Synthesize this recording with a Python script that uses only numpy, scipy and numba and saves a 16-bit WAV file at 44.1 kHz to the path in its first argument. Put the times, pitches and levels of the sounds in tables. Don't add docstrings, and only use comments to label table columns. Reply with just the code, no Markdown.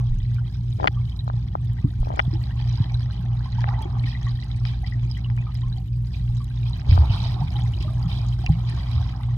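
import sys
import numpy as np
from scipy import signal
from scipy.fft import rfft, irfft
from scipy.io import wavfile
from scipy.ndimage import uniform_filter1d
from numba import njit

SR = 44100
rng = np.random.default_rng(int(sys.argv[2]) if len(sys.argv) > 2 else 0)


def dump_mix(stems):
    frames = np.atleast_2d(stems).T
    limited = np.clip(frames, -1, 1)
    pcm = np.round(limited * 32767).astype(np.int16)
    wavfile.write(sys.argv[1], SR, pcm)


def makeup_ratio(level_db):
    decades = np.asarray(level_db, float) / 20
    return 10 ** decades


N = 413216
T = np.arange(N) / SR
F = np.fft.rfftfreq(N, 1 / SR)

# time_s, large_bubbles_db, small_bubbles_db
STIR = [(0, -46.5, -49), (.15, -61, -50), (1.3, -56, -52.5), (1.7, -58.5, -51), (2.15, -54.5, -47),
        (2.8, -47.5, -42), (3.3, -50, -48.5), (3.58, -48, -44), (3.68, -40.5, -44.5), (3.97, -42, -49),
        (4.1, -50, -44), (4.25, -50.5, -43), (4.75, -55, -46), (5.0, -55.5, -49.5), (5.5, -52.5, -49),
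        (5.85, -61.5, -55), (6.5, -59.5, -47), (6.84, -49, -46), (7.0, -37.5, -49), (7.3, -41, -41.5),
        (7.6, -44.5, -42), (7.86, -52, -47.5), (8.06, -43, -47), (8.33, -49.5, -46.5), (8.6, -48, -45.5),
        (8.9, -41.5, -44), (9.37, -48.5, -48.5)]


def level(x, db):
    return x * makeup_ratio(db) / np.sqrt(np.mean(x ** 2))


def walk(rate_hz):
    hold = int(SR / rate_hz)
    steps = np.repeat(rng.standard_normal(N // hold + 1), hold)
    return 1.25 * uniform_filter1d(uniform_filter1d(steps, hold), hold)[:N]


def curve(table):
    time_s, *columns = np.transpose(table)
    return [np.interp(T, time_s, column) for column in columns]


def band(x, low_hz, high_hz):
    return signal.sosfilt(signal.butter(2, [low_hz, high_hz], "bandpass", fs=SR, output="sos"), x)


@njit
def rings(start_s, size, pitch_hz, t60_s, glide_oct_per_s, rise_s):
    out = np.zeros(N)
    for s, a, hz, t60, glide, rise in zip(start_s, size, pitch_hz, t60_s, glide_oct_per_s, rise_s):
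        first, phase = int(s * SR), 0.
        for i in range(min(int(.7 * t60 * SR), N - first)):
            t = i / SR
            phase += 2 * np.pi * hz * 2 ** (glide * t) / SR
            out[first + i] += a * (1 - np.exp(-t / rise)) * 1000 ** (-t / t60) * np.sin(phase)
    return out


def swarm(count, low_hz, high_hz, cycles, scatter_db, cluster_db):
    when, pitch, size, ring = rng.random((count, 4)).T
    born = np.cumsum(makeup_ratio(cluster_db * walk(40)))
    start_s = np.interp(when, born / born[-1], T)
    hz = low_hz * (high_hz / low_hz) ** pitch
    t60_s = cycles * (.5 + ring) / hz
    strength = makeup_ratio(-scatter_db * np.log(1.02 - size))
    return level(rings(start_s, strength, hz, t60_s, 0.3 / t60_s, 0.12 / hz), 0)


def swarms(channels, **settings):
    return np.array([swarm(**settings) for _ in range(channels)])


def case(coupling, damping):
    # pitch_hz, width_hz (of one of two stages, at damping 1)
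    case_modes = [(340, 220), (620, 350), (810, 300), (1060, 330), (1300, 330), (1610, 330), (1930, 380),
                  (2370, 500), (3180, 500), (3900, 750), (4900, 1300), (6100, 1500)]
    out = 0
    for k, ((hz, width_hz), (left_db, right_db, right_sign)) in enumerate(zip(case_modes, coupling)):
        loss = 1j * F * width_hz * damping
        mode = loss / (hz ** 2 - F ** 2 + loss)
        sides = np.array([[makeup_ratio(left_db)], [np.sign(right_sign) * makeup_ratio(right_db)]])
        out = out + (-1j) ** k * mode ** 2 * sides
    return out


def pump():
    shaft_hz, mains_hz, aligned_s = 58.515, 60.026, .026
    # multiple, level_db
    shaft = [(1, -32.8), (2, -32), (5, -68), (6, -62)]
    # multiple, level_db
    mains = [(2, -28.5), (3, -49), (4, -53.5)]
    tones = [(shaft_hz * k, db) for k, db in shaft] + [(mains_hz * k, db) for k, db in mains]
    drone = 0
    for hz, db in tones:
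        wander_rad = 0.14 * walk(2.6)
        tone = np.cos(2 * np.pi * hz * (T - aligned_s) + wander_rad)
        drone = drone + np.sqrt(2) * makeup_ratio(db + walk(2.79)) * tone
    return drone


def rush():
    # pitch_hz, relative_db
    rumble = [(20, -29), (40, -4), (50, 0.5), (70, -0.5), (105, 6.5), (135, -0.5), (180, -8), (250, -23.5),
              (350, -28), (450, -32.5), (700, -63), (1500, -105)]
    # pitch_hz, width_hz, lift_db
    pool = [(49.1, 0.8, 8.5), (70.96, 1.2, 10)]
    # time_s, level_db
    surge = [(0, -31.5), (3.6, -30), (5.45, -31.5), (6.6, -31.5), (7.25, -26), (8.6, -30.5), (9.1, -29.5),
             (9.37, -32)]
    hz, relative_db = np.transpose(rumble)
    colour_db = np.interp(np.log(F + 1), np.log(hz), relative_db)
    for wave_hz, width_hz, lift_db in pool:
        colour_db = colour_db + lift_db / (1 + (2 * (F - wave_hz) / width_hz) ** 2)
    noise = irfft(rfft(rng.standard_normal(N)) * makeup_ratio(colour_db), N)
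    return level(noise, 0) * makeup_ratio(curve(surge)[0])


def glugs():
    pockets = swarm(count=220, low_hz=143.0, high_hz=423.0, cycles=18., scatter_db=4.5, cluster_db=5.)
    return pockets * makeup_ratio(0.63 * curve(STIR)[0] - 24.)


def stirred_bubbles(wash, flicker):
    gurgle_db, fizz_db = curve(STIR)
    out = 0
    for share_db, channels in ((1.5, 1), (0.24, 2)):
        large = swarms(channels, count=4500, low_hz=522.6, high_hz=1500., cycles=43.0,
                       scatter_db=5.5, cluster_db=3.)
        small = swarms(channels, count=6000, low_hz=1500., high_hz=6710.0, cycles=57.0,
                       scatter_db=7.0, cluster_db=4.5)
        froth = swarms(channels, count=7000, low_hz=2197.0, high_hz=5600.0, cycles=66.0,
                       scatter_db=5.5, cluster_db=4.)
        noise = rng.standard_normal((2, channels, N))
        low_noise = level(band(noise[0], 210.0, 1400.0), 0)
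        hiss = level(band(noise[1], 2100.0, 4900.0), 0)
        gurgle = (large + makeup_ratio(-7.0) * low_noise) * makeup_ratio(gurgle_db + 2.0 * walk(18))
        gurgle = gurgle + makeup_ratio(-12.0) * wash * low_noise
        fizz = (small + makeup_ratio(-11.0) * hiss) * makeup_ratio(fizz_db + 2.52 * flicker)
        fizz = fizz + wash * (makeup_ratio(-7.5) * hiss + makeup_ratio(3.5) * froth)
        out = out + makeup_ratio(share_db) * (gurgle + fizz)
    return out


def spray(wash, flicker):
    low_hz, high_hz, pan_db = 6000., 14000., -4
    # time_s, level_db
    spray_level = [(0.0, -69.5), (0.75, -65), (1.48, -71.5), (2.24, -63), (3.44, -70.5), (4.46, -66.5),
                   (5.4, -69.5), (6.0, -66), (6.26, -61.5), (6.6, -67), (7.75, -59.5), (9.37, -67)]
    quick = walk(70)
    drops = swarms(3, count=2000, low_hz=low_hz, high_hz=high_hz, cycles=30.,
                   scatter_db=11.5, cluster_db=3.5)
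    fine = level(band(rng.standard_normal((3, N)), low_hz, high_hz), 0)
    mist = drops + makeup_ratio(-2.5 + 2.2 * quick) * fine
    x = mist * makeup_ratio(curve(spray_level)[0] + .8 * flicker) + makeup_ratio(-21.5) * wash * (fine + drops)
    x = x + band(ticks(), low_hz, high_hz)
    x = signal.lfilter([.4], [1, -.6], x[:2] + 0.52 * x[2])
    return x * makeup_ratio(np.array([[pan_db], [-pan_db]]) / 2)


def thumps():
    # start_s, level_db, pitch_hz, t60_s, glide_oct_per_s
    thump_list = [(0.092, -14.5, 24.6, 0.61, 5), (1.843, -2, 131, 0.054, -9), (1.846, -18.5, 272, 0.092, 3),
                  (1.997, -8.5, 37.3, 0.17, -3), (2.278, -5.5, 116, 0.072, 5),
                  (2.33, -26.5, 315, 0.14, 2.5), (2.803, -5, 117, 0.091, -1), (3.192, -22.5, 161, 0.16, 6),
                  (3.853, -26, 349, 0.069, 3), (4.04, -32, 264.6, 0.077, -3.5),
                  (5.659, -19, 39.4, 0.29, -1), (6.291, -19, 40.7, 0.15, 0), (6.891, 1.5, 69.4, 0.054, 1),
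                  (6.918, -4, 88.7, 0.31, -1), (6.983, -7, 78.7, 0.47, -4), (7.096, -12.5, 112.3, 0.31, -5),
                  (7.415, -17.5, 143.5, 0.18, 1), (7.805, -33, 342, 0.086, 2),
                  (8.052, -19, 156.7, 0.25, 2.5), (8.49, -4, 72.4, 0.096, -9), (8.497, -8, 145, 0.16, 4),
                  (8.952, -12.5, 76, 0.31, 2.5)]
    start_s, level_db, hz, t60_s, glide = np.transpose(thump_list)
    return rings(start_s, makeup_ratio(level_db), hz, t60_s, glide, 0.28 / hz)


def ticks():
    # start_s, level_db
    tick_list = [(0.345, -33), (1.0972, -39), (1.1715, -39), (1.2435, -38), (1.6142, -44), (1.647, -37),
                 (1.733, -38), (2.002, -34), (3.6067, -41), (3.822, -28), (4.4444, -38), (5.175, -35),
                 (5.3653, -35), (5.545, -34), (5.876, -44), (6.444, -31), (6.6164, -40), (7.5398, -40),
                 (7.5956, -42), (8.4612, -39), (8.492, -30), (8.9133, -36)]
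    length = 176
    fade = np.exp(-np.arange(length) / 40.)
    out = np.zeros((3, N))
    for s, db in tick_list:
        first = int(s * SR)
        out[:, first:first + length] += makeup_ratio(db) * rng.standard_normal((3, length)) * fade
    return out


def clear_bubbles(gain):
    # start_s, level_db, pitch_hz, t60_s
    bubbles = [(0.383, -35, 1500, 0.026), (0.97, -36, 1136, 0.039), (1.191, -28, 3840, 0.023),
               (2.35, -33, 830, 0.048), (2.507, -38, 1800, 0.026), (2.598, -34, 860, .05),
               (2.822, -32.5, 890, .035), (2.895, -33, 2320, .03), (2.943, -25, 3940, .02),
               (3.456, -31, 1002, 0.044), (3.582, -28.5, 920, 0.047), (3.673, -26, 796, 0.15),
               (3.722, -29, 770, .06), (3.738, -35, 1970, 0.043), (3.782, -28.5, 880, 0.1),
               (3.824, -34, 3230, 0.034), (3.855, -34, 804, .05), (4.036, -30, 2214, 0.039),
               (4.071, -34, 1830, 0.031), (4.125, -36, 1870, .035), (4.149, -30.5, 2000, 0.046),
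               (4.265, -32.5, 1130, 0.058), (4.267, -31.5, 1900, .035), (4.425, -36.5, 2000, .035),
               (4.832, -32, 730, 0.028), (4.842, -34.5, 1970, 0.043), (4.922, -29.5, 1940, 0.033),
               (5.112, -29, 4940, 0.017), (5.148, -37.5, 2950, 0.033), (5.168, -34, 1975, 0.032),
               (5.245, -31.5, 2850, 0.029), (5.383, -32, 2420, 0.06), (5.467, -35, 1233, 0.056),
               (5.632, -38, 1050, 0.074), (5.726, -32.5, 3850, .02), (5.776, -37.5, 750, 0.054),
               (6.403, -36.5, 1135, 0.049), (6.732, -28, 3940, .02), (6.975, -28, 746, 0.031),
               (7.097, -33, 2780, 0.023), (7.417, -17.5, 800, 0.018), (7.551, -32, 817, 0.15),
               (7.557, -29.5, 3040, 0.019), (7.736, -28, 2890, 0.015), (7.846, -36.5, 605, 0.12),
               (7.878, -34.5, 1206, 0.048), (8.439, -25.5, 710, 0.025), (8.463, -17.5, 2600, 0.017),
               (8.488, -27.5, 790, 0.054)]
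    start_s, db, hz, t60_s = np.transpose(bubbles)
    loud = np.interp(hz, F, np.abs(gain).mean(axis=0))
    glide = 0.11 / t60_s
    out = rings(start_s, makeup_ratio(db) / loud, hz, t60_s, glide, 1.2 / hz)
    for late, off, less in rng.random((3, 3, len(start_s))):
        near_hz = hz * (1 + .16 * (off - .5))
        size = makeup_ratio(db - 6.0 - 6. * less) / loud
        out = out + rings(start_s + 0.6 * t60_s * late, size, near_hz, t60_s, glide, 1.5 / hz)
    return out


def scatter(start_s, end_s, db):
    chance = rng.random((int((end_s - start_s) * 500), 3))
    return [(start_s + (end_s - start_s) * a, db + 8. * a - 13.6 * b, 0.086 + 2.06 * c)
            for a, b, c in chance]


def creaks():
    # start_s, end_s, level_db
    creak_list = [(0.785, 0.861, -21.5), (2.053, 2.149, -30.5), (2.164, 2.189, -25), (6.859, 7.04, -31.5),
                  (8.478, 8.501, -32.5)]
    return [push for row in creak_list for push in scatter(*row)]


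def knocks():
    # start_s, level_db, push_ms
    knock_list = [(.799, -13.5, 0.85), (.83, -17, 0.48), (.842, -2.5, 0.61), (.851, -15, 0.71),
                  (1.277, -17.5, 0.64), (1.299, -15.5, 0.56), (1.338, -28.5, 1), (1.552, -8.5, 0.67),
                  (2.029, -22.5, 0.75), (2.07, -18, 0.92), (2.103, -14.5, 0.85), (2.127, -24, 0.91),
                  (2.138, -19, 1), (3.607, -16, .1), (3.641, -10, 0.36), (3.689, -14.5, 0.35),
                  (4.652, -12, .15), (5.30, -23, 0.28), (5.376, -24.5, 0.34), (6.817, -26, 0.18),
                  (6.925, -14.5, 0.21), (6.976, -10.5, 0.63), (7.826, -12, 0.059), (8.463, -5, 0.058),
                  (8.689, -19, 0.15)]
    return list(knock_list)


def snaps():
    # start_s, level_db, push_ms
    snap_list = [(.873, 1.5, .22), (2.193, -1, 0.28)]
    # delay_s, gain_db
    bounces = [(0, 3), (.0014, 3), (.0035, -7), (.0063, -1.5)]
    pushes = []
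    for s, db, push_ms in snap_list:
        pushes += [(s + delay_s, db + gain_db, push_ms) for delay_s, gain_db in bounces]
        pushes += scatter(s - .005, s + .013, db - 21.5)
    return pushes


def struck_case():
    # left_db, right_db, right_sign
    from_knock = [(0.5, -5.5, -1), (-0.5, -12, -1), (-1.5, -23.5, -1), (-0.5, 3.5, -1), (-1, -19, -1),
                  (-1, -10.5, -1), (-7.5, -2.5, 1), (1, -3, -1), (-4, -8.5, 1), (-35.5, -35.5, -1),
                  (-5.5, -4, 1), (-36.5, -33.5, 1)]
    force = np.zeros(N)
    for s, db, push_ms in creaks() + knocks() + snaps():
        turn = np.linspace(0, 2 * np.pi, int(push_ms * 2 * SR / 1000) + 3)
        first = int(s * SR)
        force[first:first + len(turn)] += makeup_ratio(db) * np.sin(turn) * np.sin(turn / 2)
    return irfft(rfft(force) * case(from_knock, 1.087), N)


def splashes():
    # start_s, level_db, rise_s, t60_s
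    splash_list = [(4.054, -36, 0.015, 0.31), (4.649, -38, 0.0022, 0.31), (4.86, -37.5, 0.0033, 0.11),
                   (5.085, -46, 0.0031, 0.35), (6.125, -32, 0.05, 0.19), (6.65, -38.5, .01, 0.17),
                   (6.88, -33.5, 0.038, 0.6), (7.10, -34, 0.032, 0.59), (7.17, -33.5, 0.027, 0.46),
                   (7.80, -41, 0.0038, 0.49), (8.07, -31, 0.048, 0.52), (8.66, -45, 0.018, 1.3),
                   (8.9, -40, 0.041, 0.55)]
    wash = 0
    for s, db, rise_s, t60_s in splash_list:
        since = np.maximum(T - s, 0)
        wash = wash + makeup_ratio(db) * (1 - np.exp(-since / rise_s)) * 1000 ** (-since / t60_s)
    return wash


def water():
    # left_db, right_db, right_sign
    from_water = [(-14.5, -12, 1), (-32.5, -19.5, -1), (-12.5, 0, 1), (-11, -8.5, 1), (-11, -32.5, 1),
                  (-33.5, -16, 1), (-9.5, -17, 1), (-10, -7, -1), (-5.5, -7, 1), (-9.5, -2.5, -1),
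                  (-21.5, -4, -1), (-17.5, -10.5, 1)]
    wash = splashes() * makeup_ratio(2.2 * walk(22))
    flicker = walk(45)
    gain = case(from_water, 1.)
    bubbling = stirred_bubbles(wash, flicker) + clear_bubbles(gain)
    return irfft(rfft(bubbling) * gain, N) + spray(wash, flicker)


def scene():
    right_lag_s = 0.00026
    bass = rfft(pump() + rush() + glugs() + thumps())
    behind_rad = 2 * np.pi * F * right_lag_s + 2.2 / (1 + (363.5 / (F + 1)) ** 8)
    sides = np.array([makeup_ratio(1.0) + 0 * F, makeup_ratio(1.5) * np.exp(-1j * behind_rad)])
    return irfft(bass * sides, N) + water() + struck_case()


def low_pass(x):
    return signal.sosfilt(signal.butter(12, 16510, fs=SR, output="sos"), x)


def record(dry):
    hiss = signal.lfilter([1], [1, -.7], rng.standard_normal(dry.shape))
    x = dry + level(hiss, -73)
    x = x / (1 + (x / .74) ** 6) ** (1 / 6)
    x = signal.sosfilt(signal.ellip(8, .2, 60, 15600, fs=SR, output="sos"), x)
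    return low_pass(x)


dry = scene()
out = record(dry)
dump_mix(out)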